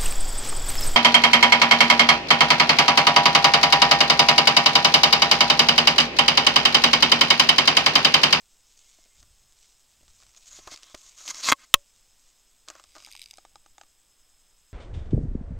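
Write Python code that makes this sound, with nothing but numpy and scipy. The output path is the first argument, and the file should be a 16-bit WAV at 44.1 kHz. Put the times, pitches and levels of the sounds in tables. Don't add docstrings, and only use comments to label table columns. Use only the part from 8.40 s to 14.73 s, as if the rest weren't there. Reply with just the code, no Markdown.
import sys
import numpy as np
from scipy import signal
from scipy.fft import rfft, irfft
from scipy.io import wavfile
from scipy.ndimage import uniform_filter1d

SR = 44100
rng = np.random.default_rng(int(sys.argv[2]) if len(sys.argv) > 2 else 0)


def to_wav(s):
    ch = np.atleast_2d(s).T
    pcm = np.round(np.clip(ch, -1, 1) * 32767)
    wavfile.write(sys.argv[1], SR, pcm.astype(np.int16))


N = 279153
TIME_S = np.arange(N) / SR
HIT_S = TIME_S[:SR // 8]


def amp(db):
    return 10 ** (np.asarray(db) / 20)


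def unit(x):
    return x / np.sqrt(np.mean(x ** 2))


def colour(x, spectrum):
    hz, db = np.transpose(spectrum)
    grid_hz = np.linspace(1, SR / 2, 2049)
    gain = amp(np.interp(np.log(grid_hz), np.log(hz), db))
    cepstrum = irfft(np.log(gain))
    half = len(cepstrum) // 2
    cepstrum[1:half] *= 2
    cepstrum[half + 1:] = 0
    impulse_response = irfft(np.exp(rfft(cepstrum)))
    return signal.fftconvolve(x, impulse_response)[:len(x)]


def ring(x, modes):
    return sum(amp(db) * signal.lfilter(*signal.iirpeak(hz, hz / width_hz, fs=SR), x)
               for hz, width_hz, db in modes)


def lowpass(x, hz, order=1):
    return signal.sosfilt(signal.butter(order, hz, fs=SR, output="sos"), x)


def walk(rate_hz):
    hold = int(SR / rate_hz)
    steps = np.repeat(rng.standard_normal(N // hold + 1), hold)
    return unit(uniform_filter1d(uniform_filter1d(steps, hold), hold)[:N])


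def patchy(x, spread_db=1.6, rate_hz=45):
    _, frame_s, bins = signal.stft(x, SR, nperseg=256)
    field = rng.standard_normal(bins.shape)
    frames = max(1, int(1 / (rate_hz * frame_s[1])))
    for axis, size in ((0, 3), (1, frames)):
        field = uniform_filter1d(uniform_filter1d(field, size, axis=axis), size, axis=axis)
    _, fluttering = signal.istft(bins * amp(spread_db * unit(field)), SR)
    return unit(fluttering[:N])


def stroke(start_s, length_s, attack_s, release_s, swell_db=0):
    before_s = np.maximum(start_s - TIME_S, 0)
    after_s = np.maximum(TIME_S - start_s - length_s, 0)
    to_go = np.clip(1 - (TIME_S - start_s) / length_s, 0, 1)
    return amp(-swell_db * to_go) * np.exp(-np.minimum(before_s / attack_s + after_s / release_s, 20))


def swell(middle_s, half_s):
    return np.exp(-np.minimum(((TIME_S - middle_s) / half_s) ** 2, 20))


def grains(per_s, spread_db, hiss):
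    size = amp(spread_db * np.minimum(rng.exponential(size=N), 5))
    clicks = (rng.random(N) < per_s / SR) * size * rng.choice([-1, 1], N)
    return unit(unit(clicks) + hiss * rng.standard_normal(N))


def contact(crunch_s, grit, tail_db, tail_s):
    envelope = np.exp(-HIT_S / crunch_s) + amp(tail_db) * np.exp(-HIT_S / tail_s)
    crunch = envelope * rng.standard_normal(len(HIT_S))
    return (HIT_S == 0) + grit * crunch / np.linalg.norm(crunch)


def add(out, time_s, sound, peak_db):
    start = int(time_s * SR)
    out[start:start + len(sound)] += (amp(peak_db) * sound / np.abs(sound).max())[:N - start]


# (frequency [Hz], gain [dB])
HISS_SPECTRUM = [(20, 12.5), (45, 11), (80, 6), (160, 1), (400, 0.5), (1100, 0.5), (2100, -1.5), (3500, 3),
                 (4400, -3.5), (5700, -3), (6500, 1), (8300, -0.5), (8900, -5.5), (15500, -6)]
# (frequency [Hz], rms level [dB], unsteadiness [0-1])
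WHINE_LINES = [(5184, -77.5, .4), (5130, -78.5, .5), (7838, -82, .2), (8340, -78, 0.1), (11149, -87.5, .2)]

def camera(buzz_hz=60, pulse_hz=10):
    hiss = amp(-67.5) * unit(colour(rng.standard_normal(N), HISS_SPECTRUM))
    whine = sum(amp(db) * unit(np.sin(2 * np.pi * hz * TIME_S) * (1 + shake * walk(45)))
                for hz, db, shake in WHINE_LINES)
    skirts = amp(-79) * unit(ring(rng.standard_normal(N), [(4880, 93, 0), (8360, 120, -1)]))
    impulses = np.diff(np.floor(TIME_S * buzz_hz), prepend=0)
    buzz = ring(impulses, [(7590, 500, -1), (6900, 560, -5.5)])
    buzz = amp(-75) * unit(ring(buzz, [(7650, 1500, 0)]))
    gate = (.5 + .5 * np.cos(2 * np.pi * pulse_hz * TIME_S)) ** 2
    fizz = ring(rng.standard_normal(N), [(7700, 300, 0), (6592, 350, -2)])
    fizz = amp(-73.5) * unit(gate * ring(fizz, [(7200, 1600, 0)]))
    return hiss + whine + skirts + buzz + fizz


# (start [s], length [s], level [dB])
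GRIP_SHIFTS = [(0.796, 0.095, -62), (1.016, 0.048, -69), (1.565, 0.32, -69.5), (2.12, 0.14, -65),
               (4.2, 1.2, -77.5)]

def handling(rest_db=-81):
    effort = amp(rest_db) + sum(amp(db) * stroke(start_s, length_s, attack_s=.02, release_s=.047)
                                for start_s, length_s, db in GRIP_SHIFTS)
    rumble = unit(lowpass(rng.standard_normal(N), 55, order=2)) * effort * amp(1.6 * walk(25))
    deep_rumble = amp(-66.5) * unit(lowpass(rng.standard_normal(N), 24, order=3))
    return rumble + deep_rumble


def bird(start_s=.43, length_s=.31, start_hz=2180, sag_hz_per_s=270):
    envelope = amp(-76) * stroke(start_s, length_s, attack_s=.02, release_s=.03)
    flutter = .7 + .67 * walk(60)
    pitch_hz = start_hz - sag_hz_per_s * np.clip(TIME_S - start_s, 0, length_s)
    pitch_hz *= 1 + .012 * walk(80)
    return envelope * flutter * np.sin(2 * np.pi * np.cumsum(pitch_hz) / SR)


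# (frequency [Hz], gain [dB])
LITTER_SPECTRUM = [(300, -20), (700, -11.5), (1100, -9.5), (1600, -14.5), (2300, -5.5), (3500, -1.5),
                   (4700, -1.5), (6700, 4), (8000, -0.5), (9200, -13.5), (15000, -27)]
# (middle [s], half length [s], level [dB])
LITTER_SHUFFLES = [(0.45, 0.15, -59.5), (0.79, 0.036, -61.5), (1.255, 0.063, -62), (1.803, 0.14, -62.5),
                   (2.053, 0.064, -57), (2.676, 0.19, -59.5), (3.89, 0.13, -68)]

def leaves(crouched_s=3.2, settle_db_per_s=4.5):
    stir = amp(-67.5 - settle_db_per_s * np.maximum(TIME_S - crouched_s, 0))
    power = stir ** 2 + sum((amp(db) * swell(middle_s, half_s)) ** 2
                            for middle_s, half_s, db in LITTER_SHUFFLES)
    crackle = patchy(colour(grains(per_s=490, spread_db=3, hiss=.8), LITTER_SPECTRUM))
    return crackle * np.sqrt(power) * amp(walk(41))


# (frequency [Hz], gain [dB])
BUMP_SPECTRUM = [(40, 6.5), (150, -5.5), (300, 5.5), (450, -2), (650, 5), (900, -5), (1150, -13),
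                 (2000, -8), (5000, -8), (12000, -28)]
# (time [s], peak [dB])
HAND_BUMPS = [(.587, -50.5), (.657, -52), (.826, -55.5), (1.609, -51.5), (1.63, -49.5), (2.189, -36),
              (2.273, -33), (2.316, -38.5), (2.339, -36.5), (2.545, -29.5)]

def bumps():
    out = np.zeros(N)
    for time_s, peak_db in HAND_BUMPS:
        push = contact(crunch_s=.0056, grit=2.7, tail_db=-11, tail_s=.0034)
        add(out, time_s, colour(push, BUMP_SPECTRUM), peak_db)
    return out


# (frequency [Hz], width [Hz], gain [dB])
TAP_MODES = [(335, 40, -6.5), (804, 120, 7.5), (1198, 120, 1.5), (1580, 380, -7), (2200, 550, -15),
             (3166, 320, -10.5), (3800, 360, -10), (4964, 460, -11), (6400, 490, -2.5)]
# (time [s], peak [dB])
HOLLOW_TAPS = [(4.673, -37.5), (4.687, -41), (4.751, -37), (4.934, -42.5), (4.984, -33), (5.051, -34.5),
               (5.157, -33), (5.262, -39.5), (5.382, -32.5), (5.413, -32), (5.435, -40.5)]

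def taps():
    out = np.zeros(N)
    for time_s, peak_db in HOLLOW_TAPS:
        push = contact(crunch_s=.001, grit=1.1, tail_db=-11, tail_s=.0045)
        detune = 1 + .04 * rng.standard_normal(len(TAP_MODES))
        modes = [(hz * ratio, width_hz, db) for (hz, width_hz, db), ratio in zip(TAP_MODES, detune)]
        add(out, time_s, lowpass(ring(push, modes), 8000, order=5), peak_db)
    return out


# (frequency [Hz], gain [dB])
TICK_SPECTRUM = [(900, -27), (1700, -23), (2250, 0.5), (3300, -4), (3900, 2), (4350, -9.5), (4850, 6.5),
                 (5600, -8), (6100, -3.5), (7200, -12), (8500, -4), (10700, -20.5), (12500, -14),
                 (15500, -35)]
# (time [s], peak [dB])
STALK_TICKS = [(4.6483, -29.5), (4.6633, -34), (4.715, -34), (4.7251, -33.5), (4.7525, -32.5),
               (4.7646, -32), (4.7942, -30.5), (4.8168, -29.5), (4.8265, -33), (4.8402, -33.5),
               (4.8593, -34), (4.9105, -27.5), (4.9389, -33.5), (4.9727, -35)]

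def ticks():
    out = np.zeros(N)
    for time_s, peak_db in STALK_TICKS:
        fracture = contact(crunch_s=.00067, grit=1.64, tail_db=-18, tail_s=.003)
        add(out, time_s, colour(fracture, TICK_SPECTRUM), peak_db)
    fibres = unit(colour(grains(per_s=220, spread_db=2.5, hiss=.33), TICK_SPECTRUM))
    return out + amp(-57) * swell(middle_s=4.726, half_s=.23) * fibres


# (start [s], length [s], typical peak [dB])
CRACK_SPELLS = [(1.781, .2, -45), (2.369, .15, -42.5), (4.259, .13, -46.5), (4.55, .09, -40)]

def lesser_cracks(gap_s=.021, spread_db=2.5, body_offset_db=-14.5):
    rows = []
    for start_s, length_s, typical_db in CRACK_SPELLS:
        gap_jitter, level_jitter = rng.standard_normal((16, 2)).T
        delays_s = np.cumsum(gap_s * np.exp(.5 * gap_jitter))
        peaks_db = typical_db + spread_db * level_jitter
        rows += [(start_s + delay_s, db, db + body_offset_db)
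                 for delay_s, db in zip(delays_s, peaks_db) if delay_s < length_s]
    return rows


# (frequency [Hz], gain [dB])
CRACK_SPECTRUM = [(300, -20.5), (1200, -11.5), (2400, 0.5), (3500, -1.5), (5400, 3.5), (6600, 2.5),
                  (8000, -2), (9300, -15), (15500, -33)]
WOOD_SPECTRUM = [(100, -35), (200, -26), (320, -3.5), (430, -12), (620, 0.5), (860, -5.5), (1220, 3),
                 (1700, -6), (2600, -19), (8000, -33)]
# (time [s], crack peak [dB], body peak [dB])
TWIG_CRACKS = [(0.8284, -41, -53), (1.6804, -43, -61), (1.8254, -40.5, -53), (1.974, -42, -58),
               (2.2756, -30, -33.5), (2.361, -30.5, -57), (2.3743, -33, -63), (2.4322, -30.5, -72),
               (2.5483, -28.5, -41.5), (2.8073, -45, -45.5), (2.8547, -34, -45), (2.8788, -19.5, -41),
               (2.9456, -25.5, -44), (4.279, -46, -44), (4.2854, -23.5, -40.5), (4.3012, -27.5, -36),
               (4.353, -38.5, -40), (4.3977, -41.5, -41), (4.4394, -37, -51), (4.5527, -36, -41),
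               (4.5648, -39, -40.5)]

def twigs():
    out = np.zeros(N)
    for time_s, crack_db, body_db in TWIG_CRACKS + lesser_cracks():
        crack = contact(crunch_s=.00095, grit=2.15, tail_db=-15.5, tail_s=.0065)
        body = contact(crunch_s=.0032, grit=1.54, tail_db=-1, tail_s=.014)
        add(out, time_s, colour(crack, CRACK_SPECTRUM), crack_db)
        add(out, time_s, colour(body, WOOD_SPECTRUM), body_db)
    return out


# (frequency [Hz], width [Hz], gain [dB])
CASE_MODES = [(315, 80, -7.5), (615, 190, -13.5), (1090, 38, 5), (1245, 130, 2), (1564, 180, -2.5),
              (1900, 110, -4), (2098, 100, 2.5), (2461, 170, -7), (2594, 58, -3.5), (3100, 90, -9.5),
              (3290, 130, -1), (3910, 150, -3.5), (4440, 260, -7.5), (5887, 250, -11.5), (6800, 210, -7),
              (7700, 250, -17.5), (10000, 1400, -21.5), (13000, 2000, -25.5)]
# (frequency [Hz], gain [dB])
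SCRAPE_SPECTRUM = [(150, -34.5), (430, -28.5), (650, -7), (880, -21), (1200, -10), (1700, -12), (2600, -8),
                   (4400, -3), (5600, -3), (6800, 1.5), (8400, -11.5), (10000, -18), (12000, -19),
                   (15500, -31.5)]
# (start [s], length [s], end level [dB], case re leaf [dB], leaf resonance [Hz])
LEAF_STROKES = [(1.969, .008, -50.5, -26, 6740), (2.069, 0.015, -46.5, -32, 6900),
                (2.114, 0.068, -46, -12.5, 6900), (2.187, 0.1, -54, -6.5, 5760),
                (2.312, 0.032, -41, -8, 4700), (2.367, 0.16, -58.5, -5, 3400), (2.566, .13, -54, -13, 6700),
                (2.778, 0.039, -44, -17, 6540), (2.839, 0.049, -44, -11, 6800),
                (2.887, 0.024, -32, -6.5, 6250), (2.944, 0.065, -39.5, -8, 5500),
                (3.037, 0.042, -26.5, -8.5, 4300), (3.087, 0.015, -20.5, -1.5, 6200),
                (3.192, 0.053, -54, -2.5, 1690), (4.282, 0.12, -67, 7.5, 1500),
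                (4.541, 0.16, -60, -7, 5600)]

def scrapes(leaf_q=5, leaf_ring_db=-4.5):
    slips = grains(per_s=2300, spread_db=3, hiss=.79) * amp(1.156 * walk(150))
    surface = patchy(colour(slips, SCRAPE_SPECTRUM))
    drive = grains(per_s=2000, spread_db=1.5, hiss=.76)
    case = sum(ring(drive, [mode]) * amp(2 * walk(29.92)) for mode in CASE_MODES)
    case = lowpass(unit(case), 7730, order=6)
    out = np.zeros(N)
    for start_s, length_s, end_db, case_db, leaf_hz in LEAF_STROKES:
        leaf_ring = unit(ring(surface, [(leaf_hz, leaf_hz / leaf_q, 0)]))
        leaf = unit(surface + amp(leaf_ring_db) * leaf_ring)
        pressure = stroke(start_s, length_s, attack_s=.0088, release_s=.007, swell_db=4.5)
        out += amp(end_db) * pressure * (leaf + amp(case_db) * case)
    return out


# (frequency [Hz], gain [dB])
SNAP_SPECTRUM = [(30, 0), (80, 1), (190, -13), (350, -1.5), (620, -3), (830, -14), (1150, 1), (2200, -1.5),
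                 (3300, 9.5), (4600, -5.5), (5600, -0.5), (6600, -2.5), (9500, -8.5), (15000, -10)]
# (time [s], ring peak [dB], snap peak [dB], crunch decay [s], ring cutoff [Hz])
CASE_BLOWS = [(3.0878, -2, -24.5, .001, 4020), (3.1187, -5, -10, 0.004, 5120),
              (3.123, 4.5, -8, 0.00042, 1900), (3.1301, -4, -26.5, 0.0011, 2200),
              (3.3402, 4.5, 9, .001, 4030), (3.3417, 2, 9.5, 0.00094, 5970),
              (3.3424, 5.5, 2, 0.00057, 4030), (3.3569, -37.5, -33.5, .002, 5000)]

def blows(hand_damping_s=.014, low_note_hz=570, thump_hz=9):
    out = np.zeros(N)
    damping = np.exp(-HIT_S / hand_damping_s)
    low_note = np.sin(2 * np.pi * low_note_hz * HIT_S) * np.exp(-HIT_S / .023)
    for time_s, ring_db, snap_db, crunch_s, cutoff_hz in CASE_BLOWS:
        push = contact(crunch_s, grit=.25, tail_db=-37.5, tail_s=.004)
        snap = contact(crunch_s, grit=3.2, tail_db=-35.5, tail_s=.0057)
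        add(out, time_s, lowpass(ring(push, CASE_MODES), cutoff_hz) * damping, ring_db)
        add(out, time_s, colour(snap, SNAP_SPECTRUM), snap_db)
        add(out, time_s, low_note, (ring_db + snap_db) / 2 - 53.5)
    hardest_snap_s = max(CASE_BLOWS, key=lambda row: row[2])[0]
    thump = np.sin(2 * np.pi * thump_hz * HIT_S) * np.exp(-HIT_S / .025)
    add(out, hardest_snap_s, thump, peak_db=-39)
    return out


def scene():
    background = camera() + handling() + bird() + leaves()
    mono = background + scrapes() + blows() + bumps() + ticks() + taps() + twigs()
    return np.array([mono, mono])


def record(dry):
    clipped = np.clip(dry, -1, 1)
    cutoff_hz = 15700
    return signal.sosfilt(signal.ellip(10, .1, 80, cutoff_hz, fs=SR, output="sos"), clipped)


dry = scene()
out = record(dry)
to_wav(out)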